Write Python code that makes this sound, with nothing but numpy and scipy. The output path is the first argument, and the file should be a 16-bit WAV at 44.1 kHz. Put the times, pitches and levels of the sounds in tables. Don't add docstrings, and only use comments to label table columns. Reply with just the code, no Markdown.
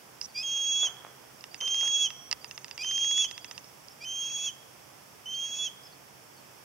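import sys
import numpy as np
from scipy import signal
from scipy.fft import rfft, irfft, next_fast_len
from scipy.io import wavfile
from scipy.ndimage import map_coordinates

SR = 44100
rng = np.random.default_rng(int(sys.argv[2]) if len(sys.argv) > 2 else 0)


def generate_wav(sig):
    pcm = np.round(np.clip(np.atleast_2d(sig).T, -1, 1) * 32767).astype(np.int16)
    wavfile.write(sys.argv[1], SR, pcm)


N = 292824


def amp(db):
    return 10 ** (np.asarray(db) / 20)


def unit(x):
    return x / np.sqrt(np.mean(x ** 2) + 1e-20)


def along(points, hz):
    f, v = np.transpose(points)
    return np.interp(np.log(hz + 1), np.log(f + 1), v)


def wobble(rate, size):
    knots = rng.standard_normal(int(size * rate / SR) + 4)
    return map_coordinates(knots, [np.arange(size) * rate / SR])


def filtered(x, response):
    size = x.shape[-1]
    m = next_fast_len(size + 8192)
    return irfft(rfft(x, m) * response(np.fft.rfftfreq(m, 1 / SR)), m)[..., :size]


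def noise(spectrum, size):
    return unit(filtered(rng.standard_normal(size), lambda hz: amp(along(spectrum, hz))))


def resonances(modes, f):
    return sum(amp(db) * 1j * f * w / (c * c - f * f + 1j * f * w) for c, w, db in modes)


def sine(hz):
    return np.sqrt(2) * np.sin(2 * np.pi * np.cumsum(hz) / SR)


def faded(x, edge, release=None):
    t = np.arange(len(x)) / SR
    return x * np.clip(np.minimum(t / edge, (t[-1] - t) / (release or edge)), 0, 1)


def add(track, s, x):
    part = track[max(round(s * SR), 0):][:len(x)]
    part += x[:len(part)]


def leaning(lean, hz):
    return amp(np.array([[.5], [-.5]]) * along(lean, hz))


def placed(x, lean, lead_ms):
    side = np.array([[.5], [-.5]])
    return filtered(x, lambda hz: leaning(lean, hz) * np.exp(2j * np.pi * hz * side * lead_ms / 1000))


# f/Hz, level/dB
AIR_COLOUR = [(15, -79), (25, -33), (70, -12), (124, -6), (156, -7.5), (252, -8), (409, -8), (441, -7),
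              (486, -8), (535, -7.5), (866, -7.5), (1070, -9), (2500, -16.5), (3250, -32), (5500, -120)]
# f/Hz, level/dB
HISS_COLOUR = [(1500, -7.5), (2500, 1), (3400, 0.5), (4050, -7), (4700, 0), (5500, 4.5), (6500, -1.5),
               (8000, -3.5), (12000, -4), (15800, -5.5)]
# f/Hz, likeness (1 = the same)
PORT_LIKENESS = [(60, 0.99), (150, 0.65), (380, 0.068), (950, 0.1), (2380, 0.012), (5980, 0.22),
                 (15000, 0.02)]
# f/Hz, left minus right level/dB
BACKGROUND_LEAN = [(60, -3), (150, -4.5), (380, -4.5), (950, -5), (2380, -4), (5980, -3), (15000, -4.5)]


def background():
    air = np.array([amp(-55.5) * noise(AIR_COLOUR, N) + amp(-55.5) * noise(HISS_COLOUR, N) for _ in range(2)])

    def mid_side_gains(hz):
        angle = np.arccos(np.clip(along(PORT_LIKENESS, hz), -.85, .85)) / 2
        return np.array([np.cos(angle), np.sin(angle)])

    mid, side = filtered(air * amp(0.21 * wobble(3.33, N)), mid_side_gains)
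    drone = sine(132 + 4 * wobble(23, N))
    mid = mid + amp(-70.5 + 0.5 * wobble(4.53, N)) * drone
    return filtered(np.array([mid + side, mid - side]), lambda hz: leaning(BACKGROUND_LEAN, hz))


# first tick t/s, last tick t/s, motor whine before each tick f/Hz, motor whine after it f/Hz
FOCUS_RUNS = [(1.5444, 1.5444, 4760, 4800), (1.6107, 1.8774, 6230, 6230), (2.4448, 2.4448, 4760, 4800),
              (2.5111, 2.5778, 6240, 6240), (2.645, 2.9118, 6230, 4810), (2.9785, 3.5788, 4820, 6210)]
TICK_PERIOD_S = .0667


def tick_beat():
    return [(s, *whines) for first, last, *whines in FOCUS_RUNS
            for s in np.arange(first, last + TICK_PERIOD_S / 2, TICK_PERIOD_S)]


# t/s, low modes level/dB, high modes level/dB
KNOCKS = [(0.2123, -50, -42), (0.2141, -47, -31.5), (1.409, -64, -49), (1.4405, -41.5, -44.5),
          (2.104, -40.5, -45), (2.3133, -35.5, -27.5), (2.319, -42, -46.5), (2.3275, -31.5, -27),
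          (2.682, -51, -52), (3.6434, -64, -51.5), (3.8845, -64, -46.5)]
# f/Hz, width/Hz, level/dB
HOUSING_LOW = [(980, 89, 0.5), (1270, 105, -0.5), (1993, 400, 4.5), (2675, 134, 9.5), (3540, 110, 1.5)]
HOUSING_HIGH = [(5140, 820, 2), (6400, 670, -5), (8140, 700, -1)]
TICK_LOW_DB, TICK_HIGH_DB, TICK_SCATTER_DB = -41, -41.5, .6


def lens_ticks():
    out, t = np.zeros(N), np.arange(1024) / SR

    def burst(x):
        return x * np.sqrt(.005 * SR) / np.linalg.norm(x)

    def path(f):
        return np.exp(-2j * np.pi * .13 * np.sqrt(f)) / (1 + (f / 8500) ** 4)

    def high_path(f):
        return path(f) * resonances(HOUSING_HIGH, f) * resonances([(5080, 820, 0)], f)

    ticks = []
    for s, *_ in tick_beat():
        levels_db = np.array([TICK_LOW_DB, TICK_HIGH_DB]) + TICK_SCATTER_DB * rng.standard_normal(2)
        ticks.append((s, *levels_db))
    for s, low_db, high_db in ticks + list(KNOCKS):
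        scrape_decay = amp(-60 * t / .012) + .25 * amp(-60 * t / .04)
        blow = .05 * rng.standard_normal(len(t)) * scrape_decay
        blow[0] += 1
        low = burst(filtered(blow, lambda f: path(f) * resonances(HOUSING_LOW, f)))
        high = burst(filtered(blow, high_path))
        add(out, s - .0008, amp(low_db) * low + amp(high_db) * high)
    return out


# t/s, length/s, level/dB
SLIDES = [(0.221, 0.0426, -43.5), (3.637, .065, -62)]
STEP_S, STEP_DB, STEP_SCATTER_DB = 0.023, -56, 1.1
TRAVEL_START_S, TRAVEL_END_S, TRAVEL_HZ, TRAVEL_DB = 2.084, 2.298, 5780, -55.5


def lens_motor():
    out = np.zeros(N)
    whines = []
    for s, before_hz, after_hz in tick_beat():
        for lead, hz in ((TICK_PERIOD_S / 2, before_hz), (0, after_hz)):
            whines.append((s - lead, STEP_S, hz, STEP_DB + STEP_SCATTER_DB * rng.standard_normal()))
    whines.append((TRAVEL_START_S, TRAVEL_END_S - TRAVEL_START_S, TRAVEL_HZ, TRAVEL_DB))
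    for s, length, hz, db in whines:
        pitch = hz * (1 + 0.0012 * wobble(430, int(length * SR)))
        add(out, s, amp(db) * faded(sine(pitch), edge=0.0012))
    for s, length, db in SLIDES:
        grit = rng.standard_normal(int(length * SR))
        rub = filtered(grit, lambda f: resonances([(5570, 950, 0)], f) ** 2)
        add(out, s, amp(db) * faded(unit(rub), edge=.002))
    return out


# t/s, length/s, top f/Hz, level/dB
CHIRPS = [(0.278, 0.045, 4650, -61), (3.897, 0.04, 5450, -56), (5.342, 0.03, 4600, -53),
          (5.826, 0.0565, 5300, -54), (5.917, 0.029, 4530, -59.5), (6.326, .04, 4900, -67),
          (6.368, 0.028, 4500, -61)]


def small_bird():
    out = np.zeros(N)
    for s, length, top_hz, db in CHIRPS:
        u = np.linspace(-1, 1, int(length * SR))
        tone = sine(top_hz * (1 - 0.122 * u ** 2 + 0.019 * wobble(700, len(u))))
        add(out, s, amp(db + 1.6 * wobble(220, len(u))) * faded(tone, edge=0.011))
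    return out


# f/Hz, level/dB
THROAT_COLOUR = [(1200, -23), (2100, -19), (2620, -5), (3000, -13), (3900, -13), (4450, -8.5), (4750, -12),
                 (5200, -3.5), (5550, 4), (5850, -20), (6400, -9), (7200, -21), (9800, -20.5), (14000, -35)]
OPENING_RISE_HZ, OPENING_SWELL_DB, OPENING_SAG_DB = 245, 12.5, 7.5


def opening(length, start_hz, loudest, level_db, octave_db):
    size = int(length * SR)
    u = np.linspace(0, 1, size)
    hz = (start_hz + OPENING_RISE_HZ * u) * (1 + 0.0045 * wobble(543, size))
    swell_db = np.interp(u, [0, min(loudest, 1), 1], [-OPENING_SWELL_DB, 0, -OPENING_SAG_DB])
    swell_db = swell_db + 1.9 * wobble(174, size)
    stir_hz = hz + 900 + 80 * wobble(580, size)
    stir_tones = amp(-5.5) * sine(stir_hz) + sine(stir_hz + hz)
    stir = amp(-5.0) * np.linspace(1, .15, size) * stir_tones
    harmonics = amp(-17) * sine(3 * hz) + amp(-25) * sine(4 * hz)
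    voice = sine(hz) + stir + harmonics + amp(-12.0) * noise(THROAT_COLOUR, size)
    call = amp(level_db) * voice + amp(octave_db) * sine(2 * hz)
    return faded(amp(swell_db) * call, edge=.012, release=.001)


def dip_db(dips, hz):
    return sum(db * np.exp(-((hz - centre) / width) ** 2) for centre, width, db in dips)


# f/Hz, width/Hz,
# loss/dB (for the line, at dip depth 1)
LINE_DIPS = [(3295, 22.4, 10), (3346, 13, 11)]
OCTAVE_DIPS = [(6530, 55, 5)]
FALL_S, FALL_HZ = .06, 463
ATTACK_DB, ATTACK_S = 6.5, 0.051
PUSH_DB, PUSH_WIDTH = 1.5, 0.067
SWELL_DB, OCTAVE_SWELL_DB = 3, 5


def squeal(length, start_hz, top_hz, bend, level_db, octave_db, rasp_db, rasp_growth_db,
           dip_depth, third_db, strand_db):
    size = int(length * SR)
    t = np.arange(size) / SR
    rise = np.minimum(t / (length - FALL_S), 1)
    fall = np.maximum(1 - (length - t) / FALL_S, 0)
    glide_hz = start_hz + (top_hz - start_hz) * rise ** bend - FALL_HZ * fall ** 2.22
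    hz = glide_hz * (1 + 0.0014 * wobble(167.2, size) + 0.00046 * wobble(700, size))

    attack_db = ATTACK_DB * np.exp(-t / ATTACK_S)
    push_db = PUSH_DB * np.exp(-((t / (length - FALL_S) - 1) / PUSH_WIDTH) ** 2)

    def swell(growth_db):
        return push_db - attack_db - growth_db * (1 - rise)

    settled = 1 - np.minimum(2 * fall, 1)
    line_loss_db = dip_depth * settled * dip_db(LINE_DIPS, hz)
    line = amp(level_db + swell(SWELL_DB) - line_loss_db + .9 * wobble(45, size))
    octave_loss_db = settled * dip_db(OCTAVE_DIPS, hz)
    octave = amp(octave_db + swell(OCTAVE_SWELL_DB) - octave_loss_db + 1.9 * wobble(50, size))
    upper = np.sqrt(line * octave) * amp(third_db + 2.5 * wobble(35, size))
    clean = line * sine(hz) + octave * sine(2 * hz) + upper * (sine(3 * hz) + amp(-11) * sine(4 * hz))

    rasp_db = rasp_db + swell(rasp_growth_db) + 1.1 * wobble(45, size)
    locked = np.clip((rasp_db + 51) / 7, 0, 1)
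    jitter_hz = 20 * wobble(50, size) + 110 * (1 - .55 * locked) * wobble(900, size)
    low_hz = 2640 + .3 * (hz - 3320) + jitter_hz
    strands = (amp(-8.0) * sine(low_hz) + amp(-0.5) * sine(hz + low_hz)
               + amp(-16) * sine(2 * low_hz) + amp(-25.5) * sine(2 * hz + low_hz)
               + amp(-23.5) * sine(3 * hz - low_hz) + amp(strand_db) * sine(4 * hz - low_hz))
    turbulence = amp(-.5 - 3.5 * locked) * noise(THROAT_COLOUR, size)
    flutter = amp(3.5 * wobble(200, size))
    rasp = amp(rasp_db) * (flutter * strands + turbulence)
    return faded(clean + rasp, edge=0.0032, release=.023)


# t/s, length/s, start f/Hz, top f/Hz, bend of the rise (1 = straight), line level/dB,
# octave level/dB, rasp level/dB, growth of the rasp/dB, depth of the echo dips (0-1),
# third harmonic level/dB, top strand level/dB
SQUEALS = [(0.428, 0.46, 3248, 3361, 2.2, -28, -34, -42.5, 10, 0.22, -30, -21.5),
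           (1.603, 0.48, 3089, 3343, 0.76, -27, -33.5, -41.5, 10.8, 0.069, -30.5, -21),
           (2.832, 0.435, 3100, 3380, 1.05, -27.5, -33, -42, 9.1, 0.15, -29, -20),
           (4.048, 0.46, 3014, 3358, .53, -33.5, -37.5, -46, 11, 0.63, -24, -27),
           (5.256, 0.435, 2995, 3386, .6, -33, -40, -46, 16, 0.92, -27, -26)]
# t/s, length/s, start f/Hz, loudest at share of length, level/dB, octave level/dB
OPENINGS = [(0.344, 0.086, 2344, 0.41, -37.5, -32), (2.781, 0.054, 2295, 0.75, -36, -36.5),
            (3.999, 0.051, 2285, 0.97, -41, -44)]


def hawk():
    out = np.zeros(N)
    for s, *call in SQUEALS:
        add(out, s, squeal(*call))
    for s, *call in OPENINGS:
        add(out, s, opening(*call))
    return out


# f/Hz, time to fall 60 dB/s
SCRUB_DECAY = [(500, 0.23), (3200, 0.86), (6500, 0.46), (12000, 0.022)]


def scrub_echo(x):
    hz, t, z = signal.stft(rng.standard_normal((2, SR)), SR, nperseg=256)
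    decay = amp(-60 * t / along(SCRUB_DECAY, hz)[:, None]) + 1.7 * amp(-60 * t / .17)
    tail = signal.istft(z * decay, SR, nperseg=256)[1]
    tail = tail / np.linalg.norm(tail[0])
    delayed = np.pad(x, (500, 0))[None]
    return signal.fftconvolve(delayed, tail, axes=1)[:, :N]


# t/s, crack peak level/dB, rolling echo level/dB
SHOTS = [(.832, -36, -48), (.870, -42, -49.5), (1.049, -32, -58), (1.067, -37, -58), (1.62, -48, -49.5),
         (1.831, -34.5, -49.5)]
# f/Hz, level/dB
SHOT_COLOUR = [(150, -38), (400, -5), (800, -4), (1400, -3), (2200, -10.5), (4000, -35)]


def shots():
    out, t = np.zeros(N), np.arange(SR // 2) / SR
    for s, crack_db, roll_db in SHOTS:
        u = t / 0.00022
        crack = filtered((1 - u) * np.exp(-u), lambda f: resonances([(900, 630, 0)], f))
        decay = amp(-60 * t / 0.12) + 0.36 * amp(-60 * t / 1.9)
        roll = noise(SHOT_COLOUR, len(t)) * decay * amp(1.3 * wobble(140.5, len(t)))
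        add(out, s, amp(crack_db) * crack / np.abs(crack).max() + amp(roll_db) * roll)
    return out


THUD_AT_S, THUD_T60_S, THUD_HZ, THUD_DB = 2.33, .2, 65.3, -54


def body_thud():
    out, t = np.zeros(N), np.arange(SR // 4) / SR
    swing = amp(THUD_DB - 60 * t / THUD_T60_S) * np.sin(2 * np.pi * THUD_HZ * t)
    add(out, THUD_AT_S, faded(swing, edge=.015))
    return out


def scene():
    birds = hawk() + small_bird()
    far = placed(birds + shots(), [(1200, -3.0), (3200, -4.5), (6400, -2.0)], lead_ms=0.0077)
    echo = amp(-16.5) * scrub_echo(birds) * amp([[-2.1], [2.1]])
    camera = lens_ticks() + lens_motor() + body_thud()
    near = placed(camera, [(1000, 7), (3000, -11.5), (5500, -9.5)], lead_ms=-0.051)
    return far + echo + near + background()


TOP_HZ = 15780


def record(dry):
    return filtered(dry, lambda hz: (hz < TOP_HZ) * hz ** 2 / np.sqrt(hz ** 4 + 56 ** 4))


dry = scene()
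out = record(dry)
generate_wav(out)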